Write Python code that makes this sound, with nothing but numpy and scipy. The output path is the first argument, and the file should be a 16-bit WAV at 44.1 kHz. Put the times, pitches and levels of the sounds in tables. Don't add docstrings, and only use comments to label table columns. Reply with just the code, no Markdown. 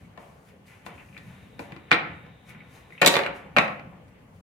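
import sys
import numpy as np
from scipy import signal
from scipy.fft import rfft, irfft, next_fast_len
from scipy.io import wavfile

SR = 44100
rng = np.random.default_rng(int(sys.argv[2]) if len(sys.argv) > 2 else 0)


def dump_mix(stems):
    frames = np.atleast_2d(stems).T
    limited = np.clip(frames, -1, 1)
    pcm = np.round(limited * 32767).astype(np.int16)
    wavfile.write(sys.argv[1], SR, pcm)


def gain_from_decibels(decibels):
    exponent = np.asarray(decibels, float) / 20
    return 10 ** exponent


N = 197610


def rms_one(x):
    return x / np.sqrt(np.mean(x ** 2) + 1e-20)


def at_hz(points, hz):
    points_hz, values = np.array(points).T
    return np.interp(np.log(hz), np.log(points_hz), values)


def band(x, low_hz, high_hz):
    sos = signal.butter(2, [low_hz, min(high_hz, .45 * SR)], "band", fs=SR, output="sos")
    return signal.sosfilt(sos, x)


def drift(rate):
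    r = np.exp(-80 * np.pi * rate / SR)
    steps = rng.standard_normal(N // 40 + 2002)
    slow = signal.lfilter([1], [1, -2 * r, r * r], steps)[2000:]
    return np.interp(np.arange(N) / 40, np.arange(len(slow)), rms_one(slow))


def ring(clicks, hz, t60):
    r, w = gain_from_decibels(-60 / (t60 * SR)), 2 * np.pi * hz / SR
    return signal.lfilter([0, np.sin(w)], [1, -2 * r * np.cos(w), r * r], clicks + 1e-18)


def panned(x, pan_db):
    return x * gain_from_decibels(np.array([[pan_db / 2], [-pan_db / 2]]))


def grains(per_s, spread_db):
    sizes = gain_from_decibels(spread_db * np.minimum(rng.exponential(1, N), 4)) * rng.choice([-1, 1], N)
    return sizes * (rng.random(N) < per_s / SR)


def swells(s, level_db, rise_s, fall_s):
    s, level_db, rise_s, fall_s = [np.reshape(v, (-1, 1)) for v in (s, level_db, rise_s, fall_s)]
    late = np.arange(0, N + 64, 64) / SR - s
    span = np.where(late < 0, -rise_s, fall_s)
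    power = np.sum(gain_from_decibels(level_db - 20 * late / span) ** 2, axis=0)
    return np.interp(np.arange(N) / 64, np.arange(len(power)), np.sqrt(power))


def struck(s, level_db, modes, touch, spread_db, snap_db):
    chatter_s, pan_db = touch[:, :1], touch[:, 1:]
    later = rng.random((len(s), 6)) * np.arange(6) / 5
    at = np.round((s[:, None] + later * chatter_s) * SR).astype(int)
    out = 1e-9 * rng.standard_normal((2, N))
    for hz, mode_db, t60 in modes + [(0, snap_db, 0)]:
        size = gain_from_decibels((level_db + mode_db)[:, None] + rng.normal(0, spread_db, at.shape) - 11 * later)
        size = size * rng.choice([-1, 1], at.shape)
        tilt, lag = gain_from_decibels(pan_db / 2 + rng.normal(0, 2.6)), rng.integers(-9, 10)
        clicks = np.zeros((2, N))
        np.add.at(clicks[0], at + max(lag, 0), size * tilt)
        np.add.at(clicks[1], at - min(lag, 0), size / tilt)
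        out += ring(clicks, hz, t60) if hz else clicks
    return out


# t/s, level/dB, deck share/dB, hardness/dB
TAIL_KNOCK = [
    (1.9095, -25, -21, -32),
    (1.915, -3.5, -12, -27),
    (1.9204, -18.5, -11, -9),
    (1.927, -17.5, -10, -1.2),
    (1.9322, -19, -12, -7),
    (1.9424, -16, -16, -22),
]
DROP = [
    (3.0154, -16, -1.2, -14),
    (3.0181, -8, -13.5, -13),
    (3.0284, -10.5, -1.5, -26),
    (3.0382, -20.5, -2.5, -16),
    (3.047, -15, -3, -11),
    (3.0614, -12.5, -7, 5),
    (3.0658, -11, 0.6, -3),
    (3.0744, -10.5, -10, -1.2),
    (3.0804, -14, -8, -1.2),
]
BOUNCES = [
    (3.1398, -15, -3.5, -8),
    (3.1544, -17, -3.5, -7),
    (3.1662, -13.5, -5.5, -6),
    (3.1906, -19, -0.6, -18),
    (3.2344, -23.5, -5, -18),
    (3.263, -19.5, -13, -18),
]
SHOES = [
    (3.5644, -9, -5, -24),
    (3.5689, -5, -11, -22),
    (3.5774, -15.5, -7.5, -16),
    (3.5845, -5, -9, -18),
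    (3.6794, -28, -14, -22),
    (3.7953, -37, -12.5, -24),
    (4.0819, -60, -5, -4),
]
TAPS = [
    (0.1755, -45, 7, -15),
    (0.8633, -37, 2.5, -10),
    (1.1775, -43, -26, -6),
    (1.5928, -33, 2.2, -14),
    (1.721, -35, -15, -20),
    (1.7633, -38, -9, -19),
    (2.2639, -51, -3, -18),
    (2.4923, -44, -13, -15),
    (2.9042, -46, -16.5, -25),
]
# thud level/dB, wheel level/dB, crack level/dB, chatter t/s, left over right/dB
KINDS = [
    (-16, -2.2, -23, .004, 1.5),
    (-13, 0.6, -3, .005, 2.5),
    (-22, 2.5, -12.5, .004, -2.5),
    (-17, -8, -12, .004, 0.1),
    (-2.2, 0.6, -7, .005, 4),
]
# f/Hz, level/dB, t60/s
THUD = [(155, 1.2, 0.086), (205, -3, .12), (283, -1.2, 0.055), (342, -1.2, .05)]
# f/Hz, level/dB, t60/s
DECK = [(382.5, -11, .03), (488, -3, .04), (559.8, 0.1, .06), (638.7, -2.2, .03), (714, 1.2, .04),
        (832, 2.2, .04), (940, -1.2, .03), (1037, -1.2, .03), (1134, 1.2, .03)]
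# f/Hz, level/dB, t60/s
FREE_DECK = [(340, -10, .04), (395, -5, .05), (480, -6, .04), (554, 3, .11), (640, -5, .04), (719, -3, .06),
             (846.5, -4, .04), (930, -3, .04), (1145, -4, .04)]
# f/Hz, level/dB, t60/s
LOADED_DECK = [(1600, 0.6, .02), (534, 2.2, .06), (599, -1.2, .04), (686, 2.2, .05), (743, 2.2, .05),
               (830, 1.2, .04), (1104, 1.2, .03), (1322, 2.2, .025)]
# f/Hz, level/dB, t60/s
CLACK = [(1316, -1.2, .015), (1520, -6, .012), (1605, -4, .012), (1880, 2.5, .02), (2030, 2.2, .015),
         (2210, 0.1, .012), (2390, 3, .015), (2570, 2.2, .012), (2813, -5, .01)]
# f/Hz, level/dB, t60/s
WHEELS = [(3150, 0.6, 0.015), (3220, 0.1, .012), (3490, 3, .012), (3880, 4, .02), (4037, 1.2, .02),
          (4460, 1.2, .01), (4900, -1.2, 0.0068)]
# f/Hz, level/dB, t60/s
CRACK = [(5500, -3, .006), (6050, -2, .006), (6900, 0, .007), (7500, 4.5, 0.0028), (8500, -1, .004),
         (9500, -12, .004), (10920, -2, .004), (11930, -2.5, .004), (13500, -7.5, .003),
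         (15000, -6.5, .003)]
# start t/s, end t/s
FREE_S = (3.0, 3.4)


def contacts():
    tables = [TAIL_KNOCK, DROP, BOUNCES, SHOES, TAPS]
    rows = np.array([row + kind for table, kind in zip(tables, KINDS) for row in table])
    s, clack_db, deck_db, hard_db, thud_db, wheel_db, crack_db = rows.T[:-2]
    touch = rows[:, -2:]
    thud = struck(s, clack_db + thud_db - 12, THUD, touch, spread_db=1.0, snap_db=14.5)
    held, loaded = s < FREE_S[0], s > FREE_S[1]
    free = (s > FREE_S[0]) & (s < FREE_S[1])
    wood_db = clack_db + deck_db
    deck = struck(s[held], wood_db[held] - 15, DECK, touch[held], spread_db=3.0, snap_db=26.5)
    deck = deck + struck(s[loaded], wood_db[loaded] - 14, LOADED_DECK, touch[loaded], spread_db=3.0, snap_db=19)
    deck = deck + struck(s[free], wood_db[free] - 14, FREE_DECK, touch[free], spread_db=3.0, snap_db=22)
    clack = struck(s, clack_db - 14, CLACK, touch, spread_db=2.5, snap_db=21)
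    wheels = struck(s, clack_db + hard_db + wheel_db - 11, WHEELS, touch, spread_db=2.0, snap_db=16.5)
    crack = struck(s, clack_db + hard_db + crack_db - 6.5, CRACK, touch, spread_db=0, snap_db=13.5)
    low = band(band(thud, 80, 450), 70, 900) + band(deck, 200, 2600) + band(clack, 1000, 3603)
    high = band(wheels, 2000, 6000) + band(band(crack, 4500, 17000), 4500, 17000)
    return low + high


# t/s, level/dB, f/Hz
TICKS = [(.049, -50, 2290), (.681, -46, 2400), (.979, -40, 2520), (.995, -38, 2620), (1.087, -44, 2560),
         (1.127, -42, 2560), (1.145, -40, 2450), (1.1655, -28, 2480), (2.502, -39, 2100),
         (2.547, -38, 2020), (2.604, -34, 2270), (2.923, -35, 2030), (2.951, -40, 2200), (2.978, -32, 2580),
         (2.999, -34, 2500)]


def ticks(burst_s, t60):
    out, size = np.zeros((2, N)), SR // 20
    fade = np.exp(-np.arange(size) / SR / burst_s)
    for s, level_db, hz in TICKS:
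        clicks = rng.standard_normal((2, 2, size)) * (rng.random(size) < .15) * fade
        pair = ring(clicks[0, 0], hz, t60) + gain_from_decibels(-5) * ring(clicks[1], hz * .96, t60)
        pair = pair / np.abs(pair).max()
        out[:, round(s * SR):][:, :size] += gain_from_decibels(level_db) * pair * gain_from_decibels([[-1], [-6]])
    return band(out, 1200, 3300)


def rub(modes, per_s, spread_db, damping):
    touches, dealt = grains(per_s, spread_db), rng.integers(0, len(modes), N)
    out = 0
    for k, (hz, db, t60) in enumerate(modes):
        out = out + ring(touches * (dealt == k), hz, t60 * damping) * gain_from_decibels(db)
    return rms_one(out)


# t/s, deck level/dB, truck rattle against it/dB, t to fall 20 dB/s
STIRS = [(0.01, -74, 8, .2), (0.19, -49, -12, .3), (0.49, -66, 4, .12), (0.71, -59, 5, .17),
         (0.89, -47, -4, .16), (1.0, -56, 1.2, .1), (1.17, -58, -0.6, .6), (1.3, -59, 0.1, .5),
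         (1.62, -55, 0.6, .3), (1.71, -51, -6, .25), (1.89, -57, -1.2, .3), (2.04, -49, 6, .2),
         (2.24, -57, -2.2, .3), (2.5, -55, 1.2, .4), (2.75, -56, -2.2, .4), (2.99, -59, 0.6, .3),
         (3.17, -42, 1.2, .3), (3.25, -36, -2.2, .06), (3.43, -50, -9, .3), (3.63, -50, 7, .25),
         (3.93, -49, -14, .14), (4.09, -66, -1.2, .5), (4.21, -59, -11, .08)]
STIR_RISE_S, STIR_PAN_DB = .07, 5
# t/s, level/dB, t to rise 20 dB/s, t to fall 20
# dB/s
SCUFFS = [(0.01, -72.5, .03, .22), (0.2, -67, .03, .45), (0.49, -67, .13, .05), (0.67, -63, .02, .25),
          (0.862, -56, .015, .06), (0.95, -69, .1, 1.1), (1.28, -69, .6, .7), (1.597, -58, .006, .13),
          (2.496, -57.5, .045, .055), (2.756, -61, .11, .13), (2.93, -69, .12, .2), (3.12, -38, .06, .1),
          (3.36, -60, .035, .075), (3.61, -57, .04, .15), (4.082, -72, .01, .045), (4.214, -80, .03, .06),
          (4.35, -74, .06, .3)]
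# f/Hz, level per Hz/dB
SCUFF = [(2060, -28), (3500, 2.5), (4780, -6.5), (5290, 2), (8360, -6.5), (10700, 0), (13100, -10.5),
         (15200, -11.5), (16000, -14.5)]
SCUFF_PAN_DB = 6


def handling():
    s, deck_db, rattle_db, fall_s = np.transpose(STIRS)
    drum = band(rub(DECK, per_s=6600, spread_db=4.0, damping=.3), 250, 2200)
    rattle = band(rub(CLACK, per_s=8000, spread_db=2.0, damping=0.22), 1200, 3600)
    stir = swells(s, deck_db - 6.5, STIR_RISE_S, fall_s) * drum
    stir = stir + swells(s, deck_db + rattle_db - 1.5, STIR_RISE_S, fall_s) * rattle
    grit = [grains(8200, 1.7), grains(9000, 1.7)]
    rasp = 0
    for k, low_hz in enumerate(np.geomspace(3500, 14000, 7)):
        rasp = rasp + band(grit[k % 2], low_hz, low_hz * 1.26) * gain_from_decibels(at_hz(SCUFF, low_hz * 1.12))
    scuffs = gain_from_decibels(-3) * swells(*np.transpose(SCUFFS)) * rms_one(rasp)
    return panned(stir, STIR_PAN_DB) + panned(scuffs, SCUFF_PAN_DB)


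# start t/s, end t/s
SPINS_S = (1.15, 3.0)
WHIRR_HZ, WHIRR_DB, SPIN_UP_S = 3750, -74, .15


def wheel(width_hz, shelf_db):
    t = np.arange(N) / SR
    on = np.clip((t - SPINS_S[0]) / SPIN_UP_S, 0, 1) * (t < SPINS_S[1])
    turn = 2 * np.pi * WHIRR_HZ * t
    whirr = drift(width_hz) * np.cos(turn) + drift(width_hz) * np.sin(turn)
    rolling = rms_one(band(band(rng.standard_normal(N), 3000, 4000), 2600, 4050))
    return on * gain_from_decibels(WHIRR_DB) * (whirr + gain_from_decibels(shelf_db) * rolling)


# f/Hz, t60/s
ROOM_T60 = [(100, 0.81), (260, 0.63), (700, 0.53), (1840, 0.46), (4850, 0.31), (12800, 0.16)]
# f/Hz, level/dB
ROOM_COLOUR = [(100, -1), (300, 2.5), (1000, 3.5), (3000, -0.4), (6000, -1), (14000, -4)]
# f/Hz, likeness (1 same, -1 opposite)
LIKENESS = [(60, 1), (180, 0.94), (550, 0.41), (1650, -0.18), (4970, -0.24), (15000, -0.75)]
EDGES_HZ = 25 * 2 ** np.arange(0, 9.6, .5)
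ROOM_DB = -4.5
EARLY_DB, EARLY_T60_S = 4, 0.051


def basement(x, build_s):
    t = np.arange(SR) / SR
    common, own = rng.standard_normal((2, 2, 1, SR)), rng.standard_normal((2, 2, 2, SR))
    echo, early = 0, gain_from_decibels(EARLY_DB - 60 * t / EARLY_T60_S)
    for k, (low, high) in enumerate(zip(EDGES_HZ[2:], EDGES_HZ[3:])):
        hz = np.sqrt(low * high)
        alike = np.clip(at_hz(LIKENESS, hz), 0, 1)
        noise = band(np.sqrt(alike) * common[k % 2] + np.sqrt(1 - alike) * own[k % 2], low, high)
        late = gain_from_decibels(at_hz(ROOM_COLOUR, hz) - 60 * t / at_hz(ROOM_T60, hz))
        echo = echo + noise * (late + early)
    echo = echo * (1 - np.exp(-t / build_s))
    echo = echo / np.sqrt(np.sum(echo ** 2) / 2)
    size = next_fast_len(N + SR)
    return irfft(np.sum(rfft(x, size)[:, None] * rfft(echo, size), axis=0), size)[:, :N]


# f/Hz, level per Hz/dB
AIR = [(12, -50), (20, -30), (74, -1), (168, 1.5), (399, -18.5), (590, -4.5), (698, -21), (849, -16.5),
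       (1400, -25), (2530, -24), (3070, -36), (4420, -42), (10200, -41), (14700, -51.5), (16000, -52)]
# t/s, level/dB, t to fall 20 dB/s
BOOMS = [
    (0.03, -53, .4),
    (0.95, -53, .3),
    (1.25, -53, .9),
    (1.62, -52, .3),
    (2.12, -51, .4),
    (2.6, -54, .6),
    (3.3, -52, .4),
    (3.62, -46, .25),
    (3.87, -53, .6),
    (4.25, -55, .1),
]
BOOM_RISE_S, RUMBLE_DB = .25, -59


def air(patchy_db):
    s, boom_db, fall_s = np.transpose(BOOMS)
    bass = np.hypot(gain_from_decibels(RUMBLE_DB), swells(s, boom_db, BOOM_RISE_S, fall_s))
    out, white = 0, rng.standard_normal((2, 2, N))
    for k, (low, high) in enumerate(zip(EDGES_HZ, EDGES_HZ[1:])):
        mid, side = band(white[k % 2], low, high)
        hz = np.sqrt(low * high)
        alike = np.clip(at_hz(LIKENESS, hz), -1, 1)
        swell = bass if hz < 350 else gain_from_decibels(-55)
        gain = swell * gain_from_decibels(at_hz(AIR, hz) + 20.0 + patchy_db * drift(8))
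        out = out + gain * (np.sqrt(1 + alike) * mid + np.sqrt(1 - alike) * side * [[1], [-1]])
    return out


def scene():
    board = contacts() + ticks(burst_s=.004, t60=.012) + handling() + wheel(width_hz=90, shelf_db=-1.5)
    echo = gain_from_decibels(ROOM_DB) * basement(board, build_s=.001)
    return board + echo + panned(air(patchy_db=2.2), 1.5)


def top_cut(x):
    return signal.sosfilt(signal.butter(12, 16470, fs=SR, output="sos"), x)


CUTOFF_HZ, HISS_DB, END_S = 16050, -77, 4.412


def record(dry):
    running = np.clip((END_S - np.arange(N) / SR) / 0.004, 0, 1)
    top = signal.cheby2(18, 65, CUTOFF_HZ + 500, fs=SR, output="sos")
    rounded = 1.281 * np.tanh(dry / 1.125)
    hiss = gain_from_decibels(HISS_DB) * rng.standard_normal(dry.shape)
    return top_cut(signal.sosfilt(top, rounded + hiss) * running)


dry = scene()
out = record(dry)
dump_mix(out)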